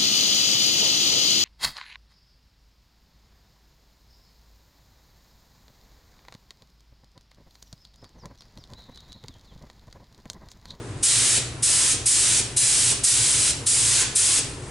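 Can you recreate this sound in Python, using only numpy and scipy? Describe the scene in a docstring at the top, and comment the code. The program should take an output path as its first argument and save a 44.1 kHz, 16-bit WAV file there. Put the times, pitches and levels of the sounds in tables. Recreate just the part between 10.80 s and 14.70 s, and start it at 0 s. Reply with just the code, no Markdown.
"""A paint spray gun fires seven short bursts of primer in a garage, over the low hum of a fan.
Each pull of the trigger first lets out the pressure stored in the hose, then settles to a hiss of air and paint:
coloured noise with faint whistles, droplet clicks and a thump as the valve shuts. One pull ends in a splutter.
The room carries the hiss on briefly, and the fan is noise in low resonances under two wavering sine tones.
The recorder's gain control ducks the hum at each surge."""
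import sys
import numpy as np
from scipy import signal
from scipy.fft import rfft, irfft
from scipy.io import wavfile

SR = 44100
rng = np.random.default_rng(int(sys.argv[2]) if len(sys.argv) > 2 else 0)


def persist_wave(psi):
    """Save psi, clipped to +-1, as 16-bit WAV."""
    counts = np.round(np.clip(psi, -1, 1) * 32767).astype(np.int16)
    wavfile.write(sys.argv[1], SR, np.atleast_2d(counts).T)


N = 171990


def amp(db):
    """Decibels to gain."""
    return 10 ** (np.asarray(db) / 20)


def evened(x):
    """Scales to rms 1."""
    return x / np.sqrt(np.mean(x ** 2) + 1e-20)


def noise():
    """White noise for the whole scene."""
    return rng.standard_normal(N)


def read(points, hz):
    """Reads a table on a log-frequency axis."""
    f, value = np.transpose(points)
    return np.interp(np.log(hz + 1), np.log(f + 1), value)


def colour(x, points):
    """Filters a sound by a table of levels over frequency, then scales it to rms 1."""
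    gain = amp(read(points, np.fft.rfftfreq(N, 1 / SR)))
    return evened(irfft(rfft(x) * gain, N))


def ring(hz, width):
    """Noise in one steep resonance, at rms 1; the width in Hz is taken at half amplitude."""
    f = np.fft.rfftfreq(N, 1 / SR)
    resonance = 1 / (1 + ((f - hz) / (.5 * width)) ** 2)
    return evened(irfft(rfft(noise()) * resonance, N))


def wander(rate_hz):
    """Slow random motion around zero, at rms 1."""
    f = np.fft.rfftfreq(N, 1 / SR)
    slow = np.exp(-(f / rate_hz) ** 2) * (f > 0)
    return evened(irfft(rfft(noise()) * slow, N))


def widen(mid, side, likeness):
    """Blends two unrelated sounds into left and right with a given likeness per frequency."""
    c = np.clip(read(likeness, np.fft.rfftfreq(len(mid), 1 / SR)), -1, 1)
    m = rfft(mid) * np.sqrt((1 + c) / 2)
    s = rfft(side) * np.sqrt((1 - c) / 2)
    return irfft(np.array([m + s, m - s]), len(mid))


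def pan(db):
    """Left and right gains for a level difference; positive leans left."""
    return amp([[db / 2], [-db / 2]])


def trigger():
    """Each pull opens the valve: stored air surges and decays, paint follows, and shutting it sets off a thump."""
    # trigger pulls: (open [s], shut [s], level [dB], extra surge of stored air [dB],
    # growth over the pull [dB], extra paint [dB], extra thump at closing [dB])
    pulls = [(0.228, 0.576, -.5, 0.5, -1.5, 1.5, 3), (0.825, 1.127, 0, -2, 0, 0.5, 0.5),
             (1.258, 1.600, 0, 2, -1, -1, -1), (1.765, 2.121, .5, -0.5, -1.5, -.5, -2),
             (2.237, 2.708, -1, 4, -1, -.5, -4), (2.862, 3.22, -1.5, -0.5, 3.5, .5, 2),
             (3.352, 3.587, 0, -1, -0.5, -.5, -5)]
    open_s, shut_s = 0.02, .013  # rise time, decay constant of the valve
    surge_db, surge_s = 14.5, .03
    paint_s = 0.023  # time constant of the paint starting to flow
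    thump_level_db, thump_s = -35.5, 0.018
    t = np.arange(N) / SR
    air, paint, thump = np.zeros((3, N))
    for start, stop, db, extra_db, growth_db, paint_db, thump_db in pulls:
        age = np.maximum(t - start + open_s / 4, 0)  # opening begins slightly early
        since_shut = np.maximum(t - stop, 0)
        valve = np.minimum(age / open_s, 1) ** 2 * np.exp(-since_shut / shut_s)
        progress = np.minimum(age / (stop - start), 1)
        flow = amp(db + growth_db * (progress - .5))
        surge = amp(surge_db + extra_db) * np.exp(-age / surge_s)
        air += valve * (flow + surge)
        paint += valve * flow * amp(paint_db) * (1 - np.exp(-age / paint_s))
        thump += amp(thump_level_db + thump_db) * (t > stop) * np.exp(-since_shut / thump_s)
    return air, paint, thump


def air_jet():
    """Turbulent air through the nozzle: coloured noise plus faint resonances, with a fast flutter in level."""
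    # bare air jet: (frequency [Hz], level per Hz [dB])
    air_spectrum = [(200, -42), (700, -30.5), (1500, -20.5), (3000, -14), (5000, -7), (6500, -4), (8200, 1),
                    (9300, 2.5), (11000, -5)]
    # faint nozzle resonances: (frequency [Hz], width [Hz], level [dB])
    whistles = [(3940, 63, -47.5), (8950, 67, -48), (2450, 130, -58)]
    air_db, flutter_db, flutter_hz = -19.5, .5, 40
    jet = amp(air_db) * colour(noise(), air_spectrum)
    jet += sum(amp(db) * ring(hz, width) for hz, width, db in whistles)
    return jet * amp(flutter_db * wander(flutter_hz))


def paint_mist():
    """Atomised paint: fuller noise, sparse clicks of droplets that break up, and an uneven feed."""
    # atomised paint: (frequency [Hz], level per Hz [dB])
    paint_spectrum = [(200, -21), (500, -12), (1000, -9.5), (2000, -3.5), (3200, 0), (5000, 1), (8000, 6),
                      (11000, -4.5)]
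    mist_db, pulsing_db, pulsing_hz = -22.5, 1, 7.4
    spits_per_s, spit_db = 430, -11.5  # spit level is relative to the noise
    spits = evened(noise() * (rng.random(N) < spits_per_s / SR))
    mist = amp(mist_db) * colour(noise() + amp(spit_db) * spits, paint_spectrum)
    return mist * amp(pulsing_db * wander(pulsing_hz))


def gun():
    """The trigger shapes the jet and the mist; the stopped air column thumps as noise in a broad resonance."""
    air, paint, thump = trigger()
    return air * air_jet() + paint * paint_mist() + thump * ring(340, 420)


def splutter():
    """A short hollow rush at the nozzle as one pull ends: midrange noise under a bell-shaped swell."""
    # hollow rush: (frequency [Hz], level per Hz [dB])
    splutter_spectrum = [(300, -20), (700, -6), (1200, 1), (1900, 2), (2600, -9), (5000, -28)]
    at_s, spread_s, splutter_db = 3.218, 0.029, -35
    swell = np.exp(-((np.arange(N) / SR - at_s) / spread_s) ** 2)
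    return amp(splutter_db) * swell * colour(noise(), splutter_spectrum)


def leak():
    """A thin hiss of air that escapes all the time and slowly grows."""
    # leaking air: (frequency [Hz], level per Hz [dB])
    leak_spectrum = [(1500, -18), (3000, -9), (6000, -2), (8500, 2.5), (11000, -7)]
    start_db, rise_db_per_s = -53, 1.1
    level_db = start_db + rise_db_per_s * np.arange(N) / SR
    return amp(level_db) * colour(noise(), leak_spectrum)


def garage(x):
    """Direct sound, scatter from nearby surfaces that widens it, and a noise tail with its own decay per frequency."""
    # decay of the tail: (frequency [Hz], time to fall 60 dB [s])
    room_decay = [(250, 0.1), (1000, 0.57), (2500, 0.64), (5000, .48), (8000, 0.39), (11000, 0.58)]
    # strength of the tail: (frequency [Hz], level [dB])
    room_level = [(250, -5.5), (1000, 0.5), (2500, 0), (5000, -1.5), (8000, -4), (11000, -11)]
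    # left-right likeness of the tail: (frequency [Hz], likeness [0-1])
    tail_likeness = [(250, 1), (1000, 0.56), (2000, 0.47), (4000, 0.53), (8000, 0.61), (11000, 0.71)]
    # left-right likeness of the direct sound with its scatter: (frequency [Hz], likeness [0-1])
    direct_likeness = [(250, 0.95), (1000, 1), (2000, 0.88), (4000, 0.88), (8000, 0.88), (11000, 0.93)]
    delay_s, scatter_s, balance_db = .004, .004, -0.1
    age = np.arange(SR) / SR
    hz, t, z = signal.stft(rng.standard_normal((2, SR)), SR, nperseg=256)
    t60 = read(room_decay, hz)[:, None]
    decay = np.exp(-np.log(1000) * t / t60)
    even_energy = np.sqrt(2 * np.log(1000) / (t60 * SR))  # long decays gain no extra energy
    z = z * amp(read(room_level, hz))[:, None] * decay * even_energy
    tails = signal.istft(z, SR, nperseg=256)[1][:, :SR] * (age > delay_s)
    scatter = rng.standard_normal(SR) * np.exp(-age / scatter_s)
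    direct = 1. * (age == 0)
    response = widen(*tails, tail_likeness)
    response += widen(direct, scatter / np.linalg.norm(scatter), direct_likeness)
    return signal.fftconvolve(x[None], response, axes=1)[:, :N] * pan(balance_db)


def moving(x, count=6):
    """Crossfades the sound from one spot in the garage to the next, as the gun sweeps through new room paths."""
    sweep_hz = 1.1  # rounds of all the spots per second
    place = np.arange(N) / SR * sweep_hz * count
    spots = []
    for k in range(count):
        apart = np.minimum(abs((place - k + count / 2) % count - count / 2), 1)
        spots.append(garage(x * np.cos(np.pi / 2 * apart)))
    return sum(spots)


def motor_hum():
    """Two sine tones that share a wavering pitch, each with its own wavering level."""
    # motor tones: (frequency [Hz], level [dB])
    hum_lines = [(58.4, -46), (116.8, -44.5)]
    waver_db, waver_hz, drift = 2, 8, 0.0061  # drift: rms pitch change as a fraction
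    turns = np.cumsum(1 + drift * wander(waver_hz)) / SR
    hum = 0
    for hz, db in hum_lines:
        tone = np.sin(2 * np.pi * (hz * turns + rng.random()))
        hum = hum + amp(db) * evened(tone * amp(waver_db * wander(waver_hz)))
    return hum


def fan_air():
    """Air rumble: low noise plus the room resonances that it excites."""
    # air rumble: (frequency [Hz], level per Hz [dB])
    rumble_spectrum = [(20, -7), (40, -7), (70, -4.5), (85, 4.5), (135, 2.5), (185, -6.5), (300, -3),
                       (450, -7), (650, -11), (1100, -13), (2000, -17.5), (4000, -23), (11000, -33)]
    # room resonances: (frequency [Hz], width [Hz], level [dB])
    booms = [(104, 32, -47.5), (122.7, 25, -41.5), (232.6, 20, -57.5), (288.6, 43, -50.5), (357, 23, -54),
             (406.6, 23, -53.5), (466.6, 11.5, -54.5)]
    rumble = amp(-38.5) * colour(noise(), rumble_spectrum)
    return rumble + sum(amp(db) * ring(hz, width) for hz, width, db in booms)


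def fan():
    """Wide booming air with the motor hum in the middle, the whole leaning slightly left."""
    # left-right likeness of the rumble: (frequency [Hz], likeness [0-1])
    fan_likeness = [(30, .99), (120, 1), (250, 0.94), (500, 0.92), (1000, 0.68), (4000, 0.44), (11000, 0.4)]
    balance_db = 0.8
    return (widen(fan_air(), fan_air(), fan_likeness) + motor_hum()) * pan(balance_db)


def scene():
    """The gun in the garage, over the fan."""
    return moving(gun() + splutter() + leak()) + fan()


def record(dry):
    """Fast gain control restrains the hiss and ducks everything with it; then a band limit cuts the top."""
    limit_db, limit_ratio = -17, 5.5
    sense_s, react_s, recover_db_per_s = 0.0013, 0.0021, 250
    edge_hz = 11170
    keep, lag = np.exp(-1 / (sense_s * SR)), np.exp(-1 / (react_s * SR))
    power = signal.lfilter([1 - keep], [1, -keep], (dry ** 2).mean(0))
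    power_db = 10 * np.log10(power + 1e-12)
    # peaks are held, then let go at a steady rate
    fall = np.arange(N) / SR * recover_db_per_s
    peak_db = np.maximum.accumulate(power_db + fall) - fall
    over_db = np.maximum(peak_db - limit_db, 0)
    # smoothed in both directions, so the gain starts to move just ahead of a surge
    smooth_db = signal.filtfilt([1 - lag], [1, -lag], over_db)
    held = dry / amp((1 - 1 / limit_ratio) * smooth_db)
    lowpass = signal.firwin(601, edge_hz, window=("kaiser", 9), fs=SR)
    return signal.oaconvolve(held, lowpass[None], "same")


dry = scene()
out = record(dry)
persist_wave(out)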